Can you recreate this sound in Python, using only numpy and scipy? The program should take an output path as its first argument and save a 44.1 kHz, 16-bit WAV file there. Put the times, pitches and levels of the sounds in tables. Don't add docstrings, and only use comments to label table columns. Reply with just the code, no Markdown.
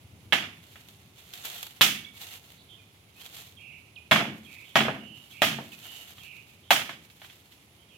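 import sys
import numpy as np
from scipy import signal
from scipy.fft import rfft, irfft, next_fast_len
from scipy.io import wavfile
from scipy.ndimage import uniform_filter1d

SR = 44100
rng = np.random.default_rng(int(sys.argv[2]) if len(sys.argv) > 2 else 0)


def log_audio(samples):
    frames = np.atleast_2d(samples).T
    limited = np.clip(frames, -1, 1)
    pcm = np.round(limited * 32767).astype(np.int16)
    wavfile.write(sys.argv[1], SR, pcm)


N = 351477
T = np.arange(N) / SR
RING = T[:SR]


def undb(db):
    return 10 ** (np.asarray(db) / 20)


def unit(x):
    return x / np.sqrt(np.mean(x ** 2))


def fade(t60_s):
    return np.exp(-np.log(1000) * RING / t60_s)


def sides(left_minus_right_db):
    return undb(np.array([[left_minus_right_db], [-left_minus_right_db]]) / 2)


def add(out, start_s, x):
    i = int(start_s * SR)
    out[:, i:i + x.shape[-1]] += x[..., :N - i]


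def colour(x, points, keep_power=False):
    n = next_fast_len(x.shape[-1] + SR // 20, True)
    hz, db = np.transpose(points)
    log_hz = np.log(np.fft.rfftfreq(n, 1 / SR) + 1)
    gain = undb(np.interp(log_hz, np.log(hz), db))
    if keep_power:
        gain = unit(gain)
    cepstrum = irfft(np.log(gain), n)
    cepstrum[1:n // 2] *= 2
    cepstrum[n // 2 + 1:] = 0
    response = np.exp(rfft(cepstrum))
    return irfft(rfft(x, n) * response, n)[..., :x.shape[-1]]


def diffuse(size):
    port_gap_m, sound_m_per_s = 0.13, 343
    alike = np.sinc(2 * np.fft.rfftfreq(size, 1 / SR) * port_gap_m / sound_m_per_s) * .97
    spectra = rfft(rng.standard_normal((2, size)))
    mid, side = spectra * np.sqrt([(1 + alike) / 2, (1 - alike) / 2])
    return irfft(np.array([mid + side, mid - side]), size)


def walk(rate_hz, size=N):
    k = int(SR / rate_hz)
    steps = np.repeat(rng.standard_normal(size // k + 1), k)
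    return unit(uniform_filter1d(steps, k)[:size])


def garden(insect_db=-73, air_db=-60, wander_db=1.33):
    # f/Hz, density/dB per Hz (relative)
    air_spectrum = [(18, -66), (30, -39), (56, -10), (93, -6), (199, -5), (239, -12.5), (266, -8.5),
                    (394, -11), (499, -15.5), (780, -15.5), (1810, -22), (2120, -15.5), (8980, -30.5),
                    (12000, -28), (16000, -36)]
    air = colour(diffuse(N), air_spectrum, True) * undb(air_db + 0.45 * walk(1.3))

    traffic_db, ebb_db_per_s = -60, -0.69
    vehicle_s, vehicle_width_s, vehicle_db = .24, .24, 6.5
    drone_spectrum = [(45, -35.0), (80, 0), (100, 3), (140, -3), (250, -13.0), (600, -26), (2000, -51.0)]
    drone = colour(diffuse(N), drone_spectrum, True)
    vehicle = np.exp(-((T - vehicle_s) / vehicle_width_s) ** 2)
    drone_db = traffic_db + ebb_db_per_s * T + vehicle_db * vehicle + wander_db * walk(4)

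    insect_spectrum = [(8000, -32.0), (9500, 0), (10000, 8.5), (10500, -9.0), (12000, -42.5)]
    insects = colour(diffuse(N), insect_spectrum, True) * undb(insect_db + 1.2 * walk(9.3))
    return air + drone * undb(drone_db) + insects


def note(length_s, first_hz, last_hz, depth_hz=25, trill_hz=105, slur=6.98, rough=0.45, octave_db=-30,
         rounding=0.31):
    t = T[:int(length_s * SR)]
    trill = np.sin(2 * np.pi * trill_hz * t) + rough * walk(400, size=SR)[:len(t)]
    slide_hz = (first_hz - last_hz) * np.exp(-slur * t / length_s)
    hz = last_hz + slide_hz + depth_hz * trill
    phase = 2 * np.pi * np.cumsum(hz) / SR
    envelope = np.sin(np.pi * t / length_s) ** rounding
    return envelope * (np.sin(phase) + undb(octave_db) * np.sin(2 * phase))


def bird(pan_db=-5, trees_db=-3, trees_t60_s=0.79):
    # t/s, buzz level/dB, buzz final f/Hz
    phrases = [(3.566, -50, 2560), (4.443, -51, 2444), (5.306, -49.5, 2494), (6.19, -50, 2577),
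               (7.885, -59, 2710)]
    # t/s, length/s, final f/Hz, trill depth/Hz, level/dB
    high_buzzes = [(2.571, .06, 3880, 403, -58.5), (2.688, .074, 3310, 230, -53.5),
                   (4.638, 0.089, 3330, 300, -56), (4.977, 0.23, 2876, 145, -52),
                   (5.817, 0.22, 2930, 140, -52), (6.623, 0.15, 3360, 290, -62),
                   (7.783, 0.057, 3150, 140, -65.5)]
    # t/s, length/s, first f/Hz, last f/Hz, level/dB
    lone_slurs = [(2.047, 0.0085, 3650, 3380, -41), (2.06, .023, 2320, 2247, -49.5),
                  (2.775, 0.043, 3090, 2410, -60.5), (3.155, .055, 2410, 2585, -59),
                  (3.196, .056, 2733, 3225, -55), (3.957, .036, 4550, 2453, -46),
                  (5.718, 0.029, 3500, 2520, -48.5)]
    lead_s, lead_first_hz, lead_last_hz, lead_depth_hz, lead_db = .028, 3830, 3220, 70, -3
    buzz_after_s, buzz_s, buzz_depth_hz = 0.017, 0.212, 218
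    buzz_start = 1.019
    out = np.zeros((2, N))
    for s, db, hz in phrases:
        lead = note(lead_s, lead_first_hz, lead_last_hz, lead_depth_hz)
        add(out, s, undb(db + lead_db) * lead)
        add(out, s + buzz_after_s, undb(db) * note(buzz_s, hz * buzz_start, hz, buzz_depth_hz))
    for s, length_s, hz, depth_hz, db in high_buzzes:
        add(out, s, undb(db) * note(length_s, hz * buzz_start, hz, depth_hz))
    for s, length_s, first_hz, last_hz, db in lone_slurs:
        add(out, s, undb(db) * note(length_s, first_hz, last_hz))
    trees = unit(diffuse(SR) * fade(trees_t60_s)) / np.sqrt(SR)
    scattered = signal.fftconvolve(out, trees, axes=1)[:, :N]
    return (out + undb(trees_db) * scattered) * sides(pan_db)


def dragging(rest_db=-74):
    # t/s, attack e-fold/s, hold/s, level/dB, release e-fold/s
    drags = [(0.654, .08, 0.16, -63, 0.3), (1.428, 0.13, .17, -48, 0.11), (2.217, 0.055, 0.12, -50, 0.045),
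             (2.45, 0.23, 0.06, -62.5, .1), (3.235, 0.035, .03, -54, .045), (3.367, 0.048, .05, -50, .065),
             (4.483, 0.17, 0.31, -64, .15), (5.246, 0.24, 0.074, -65, .15),
             (5.842, 0.29, 0.15, -54.5, 0.27), (7.253, 0.14, .12, -63, 0.21)]
    power = undb(rest_db) ** 2
    for s, attack_s, hold_s, db, release_s in drags:
        away = np.maximum((s - T) / attack_s, (T - s - hold_s) / release_s)
        power = power + (undb(db) * np.exp(-np.maximum(away, 0))) ** 2
    return np.sqrt(power)


def leaves(grains_per_s=2000, spread_db=3.5, scrape_db=5, jerk_db=2.3, echo_db=2, snap_echo_db=-17):
    # f/Hz, density/dB per Hz (relative)
    leaf_spectrum = [(200, -21.5), (450, -11), (850, -6), (1700, -5.5), (3300, 1), (4300, -2), (5300, -9.5),
                     (7000, -6.5), (8800, -11), (11000, -9.5), (12500, -4), (16000, -15)]
    # t/s, level/dB
    stalks = [(0.886, -46), (1.337, -36), (1.453, -32), (1.500, -36), (1.581, -46), (1.629, -30.5),
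              (1.667, -37), (2.216, -40), (2.520, -49), (3.216, -45), (3.262, -40.5)]
    drag = dragging()
    effort = drag * undb(scrape_db + jerk_db * walk(45))
    hits = rng.random(N) < grains_per_s / SR
    strength = undb(spread_db * np.minimum(rng.exponential(size=N), 4))
    grains = hits * strength * rng.choice([-1, 1], N)
    crackle = grains * diffuse(N)
    echo = signal.fftconvolve(grains[None], diffuse(SR) * fade(0.17), axes=1)[:, :N]
    out = effort * unit(unit(crackle) + undb(echo_db) * unit(echo))

    twigs_per_s, twig_db = 6, 7.5
    at = rng.integers(0, N, int(twigs_per_s * N / SR))
    twigs = np.column_stack([T[at], 20 * np.log10(drag[at]) + twig_db])
    for s, db in [*stalks, *twigs]:
        decay = fade(.025) + undb(snap_echo_db) * fade(0.14)
        add(out, s, undb(db) * diffuse(SR) * decay)
    return colour(out, leaf_spectrum, True)


def ring(modes, detune=.004, scatter_db=2, apart_hz=1400):
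    out = 0
    draws = rng.standard_normal((len(modes), 4))
    for (hz, db, t60_s), (pitch, level, start, split) in zip(modes, draws):
        port_split = np.array([[split], [-split]]) * min(hz / apart_hz, 1) ** 2 / 2
        phase = np.pi * start + port_split
        wave = np.sin(2 * np.pi * hz * (1 + detune * pitch) * RING + phase)
        out = out + undb(db + scatter_db * level) * fade(t60_s) * wave
    return out


def shed_tail(low_t60_s=0.73, mid_t60_s=0.41, high_t60_s=0.35, build_s=0.0031, rattle_db=2.0):
    noise = diffuse(SR)
    low = signal.sosfiltfilt(signal.butter(2, 350, fs=SR, output="sos"), noise)
    high = signal.sosfiltfilt(signal.butter(2, 4500, "high", fs=SR, output="sos"), noise)
    chatter = (noise - low - high) * undb(rattle_db * walk(129.3, size=SR))
    tail = low * fade(low_t60_s) + chatter * fade(mid_t60_s) + high * fade(high_t60_s)
    return tail * (1 - np.exp(-RING / build_s))


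def knock(boom_db, body_db, top_db, pan_db, tick=10, crack_t60_s=0.13, direct=1.15, shed_db=-3,
          frame_db=-13, panel_db=-11, swell_s=0.032, sway=0.5):
    # f/Hz, level/dB, t60/s
    frame_modes = [(605.6, 6, 0.06), (687.4, 4.5, 0.12), (793.3, -5, 0.29), (975, -27.5, 0.24),
                   (1040, -25.5, 0.14), (1242, -2.5, 0.29), (1517, -3, 0.16), (1803, -12.5, 0.1),
                   (1837, -1, 0.13), (2180, -10.5, 0.24), (2244, -11, 0.66), (2470, -18, 0.26),
                   (2590, -3.5, 0.034), (2710, -21, 0.41), (3005, -13.5, 0.25), (2990, -23.5, 0.11),
                   (3400, -11, 0.45), (3340, 4, 0.198), (3490, -7.5, 0.5), (3900, -20, 0.16),
                   (4300, -24.5, 0.18), (6600, -29, .15)]
    # f/Hz, level/dB, t60/s
    panel_modes = [(137.4, -6, 0.46), (165, -11, 0.52), (208.4, -4, .5), (224.7, 0, 0.51), (247.3, -9, .42),
                   (291, -13.5, 0.32)]
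    # f/Hz, density/dB per Hz (relative)
    crack_spectrum = [(60, -20), (130, -9), (260, -7), (450, -12), (650, -7.5), (950, -5), (1700, -3.5),
                      (2400, -6), (3400, -6), (4000, -11.5), (5500, -25), (8500, -33), (12500, -26.5),
                      (16000, -35.5)]
    shed_spectrum = [(50, -20), (120, -1.5), (230, 1.5), (330, -0.5), (480, -7.5), (680, -4), (1000, -7),
                     (1700, 1.5), (3200, 1.5), (4000, -6), (6500, -11.5), (8500, -16.5), (12500, -15),
                     (16000, -22)]
    crunch = direct * rng.standard_normal(SR) * fade(0.036)
    crunch[0] += tick
    contact = colour(crunch + diffuse(SR) * fade(crack_t60_s), crack_spectrum, True)
    crack = np.array([colour(x, [(400, 0.055), (1200, sign * pan_db / 2)])
                      for x, sign in zip(contact, (1, -1))])
    panels = ring(panel_modes, detune=0.0088) * (1 - np.exp(-RING / swell_s))
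    sound = crack + undb(frame_db) * ring(frame_modes)
    sound = sound + undb(panel_db + sway * min(boom_db, 3)) * panels
    sound = sound + undb(shed_db) * colour(shed_tail(), shed_spectrum, True)
    balance = [(30, -11), (110, boom_db), (240, boom_db), (450, 0.5 * (boom_db + body_db) - 1.5),
               (650, body_db), (1200, 0.49 * body_db), (2800, -1), (5500, top_db), (13000, 1.75 * top_db)]
    return colour(sound, balance)


def clack(boom_db, body_db, top_db):
    return knock(boom_db, body_db, top_db, pan_db=0.5, tick=5.1, crack_t60_s=0.088, direct=1.0,
                 shed_db=-7, frame_db=-19.5, panel_db=-13.5)


def coop(second_db=-3, bounces=3, piece_t60_s=.17):
    # recoil delay/s, recoil level/dB, bounce gap/s, first bounce level/dB, boom/dB, body/dB
    blows = [(0.3237, -19, -9.5, -7.5, -3.5, 1717, 2176, -4, -6, .0048, -16, 0.055, -41, -6.5, -1),
             (1.8105, -18, -6, -3.5, 3, 3520, 1348, -7.5, 2.5, .0048, -9, 0.051, -23, -14.5, -23),
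             (4.112, -14.5, -13, -4, -2.5, 1657, 3340, -16, 8, 0.0068, -15.5, .047, -20, 1.5, 4.5),
             (4.7557, -15.5, -2.5, 4.5, -2.5, 1890, 2256, -6.5, 3.5, .012, -24.5, .049, -23, 3, 3),
             (5.4196, -19.5, -1.5, 4.5, 2, 647, 2520, -8, 2, 0.026, -21.5, .049, -24, -4, -19.5),
             (6.7064, -15, -10.5, 2, 2.5, 714, 3025, -11, 4, 0.022, -23.5, 0.061, -43, -14, -18)]
    # t/s, level/dB, hollow boom/dB, board body/dB, splintery top/dB
    boards = [(0.757, -46, -7, -4, -8), (4.883, -30.5, 8, 15, -20), (4.912, -54, 17, 4, -8),
              (5.586, -45.5, 14.5, 21, -6), (5.855, -51, -4, 3, 7), (6.182, -49, -5, -6, 3),
              (6.893, -34, -3, -0.5, -1.5), (7.1, -52, -7, -21, 5.5), (7.217, -46, -20, 0, 1),
              (7.245, -48, -9.5, -7, 1), (7.299, -48, -18, -15, 0), (7.521, -52, -11, -27, 5)]
    loss_db, boom_step_db, body_step_db, top_step_db = 10.5, 3.5, 2.5, -3
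    out = np.zeros((2, N))
    for (s, db, boom_db, body_db, top_db, first_hz, second_hz, ring_db, pan_db,
         recoil_s, recoil_db, gap_s, bounce_db, loose_boom_db, loose_body_db) in blows:
        first = np.sin(2 * np.pi * first_hz * RING)
        second = undb(second_db) * np.sin(2 * np.pi * second_hz * RING)
        piece = fade(piece_t60_s) * (first + second)
        blow = knock(boom_db, body_db, top_db, pan_db) + undb(ring_db) * piece
        add(out, s, undb(db) * blow)
        add(out, s + recoil_s, undb(recoil_db) * clack(loose_boom_db, loose_body_db, top_db))
        for k in range(1, bounces + 1):
            bounce = clack(loose_boom_db + k * boom_step_db, loose_body_db + k * body_step_db,
                           top_db + k * top_step_db)
            add(out, s + k * gap_s, undb(bounce_db - (k - 1) * loss_db) * bounce)
    for s, db, boom_db, body_db, top_db in boards:
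        add(out, s, undb(db) * clack(boom_db, body_db, top_db))
    return out


def scene():
    return garden() + bird() + leaves() + coop()


def record(dry):
    # f/Hz, left minus right/dB
    ports = [(200, 0.9), (900, -0.7), (1600, -0.5), (3000, -11), (4500, -1), (7000, -9.5), (9500, -0.5),
             (13000, 7.5)]
    top_hz = 16200
    heard = np.array([colour(x, [(hz, sign * db / 2) for hz, db in ports])
                      for x, sign in zip(dry, (1, -1))])
    low_pass = signal.ellip(10, .2, 80, top_hz, fs=SR, output="sos")
    return signal.sosfilt(low_pass, np.tanh(heard))


dry = scene()
out = record(dry)
log_audio(out)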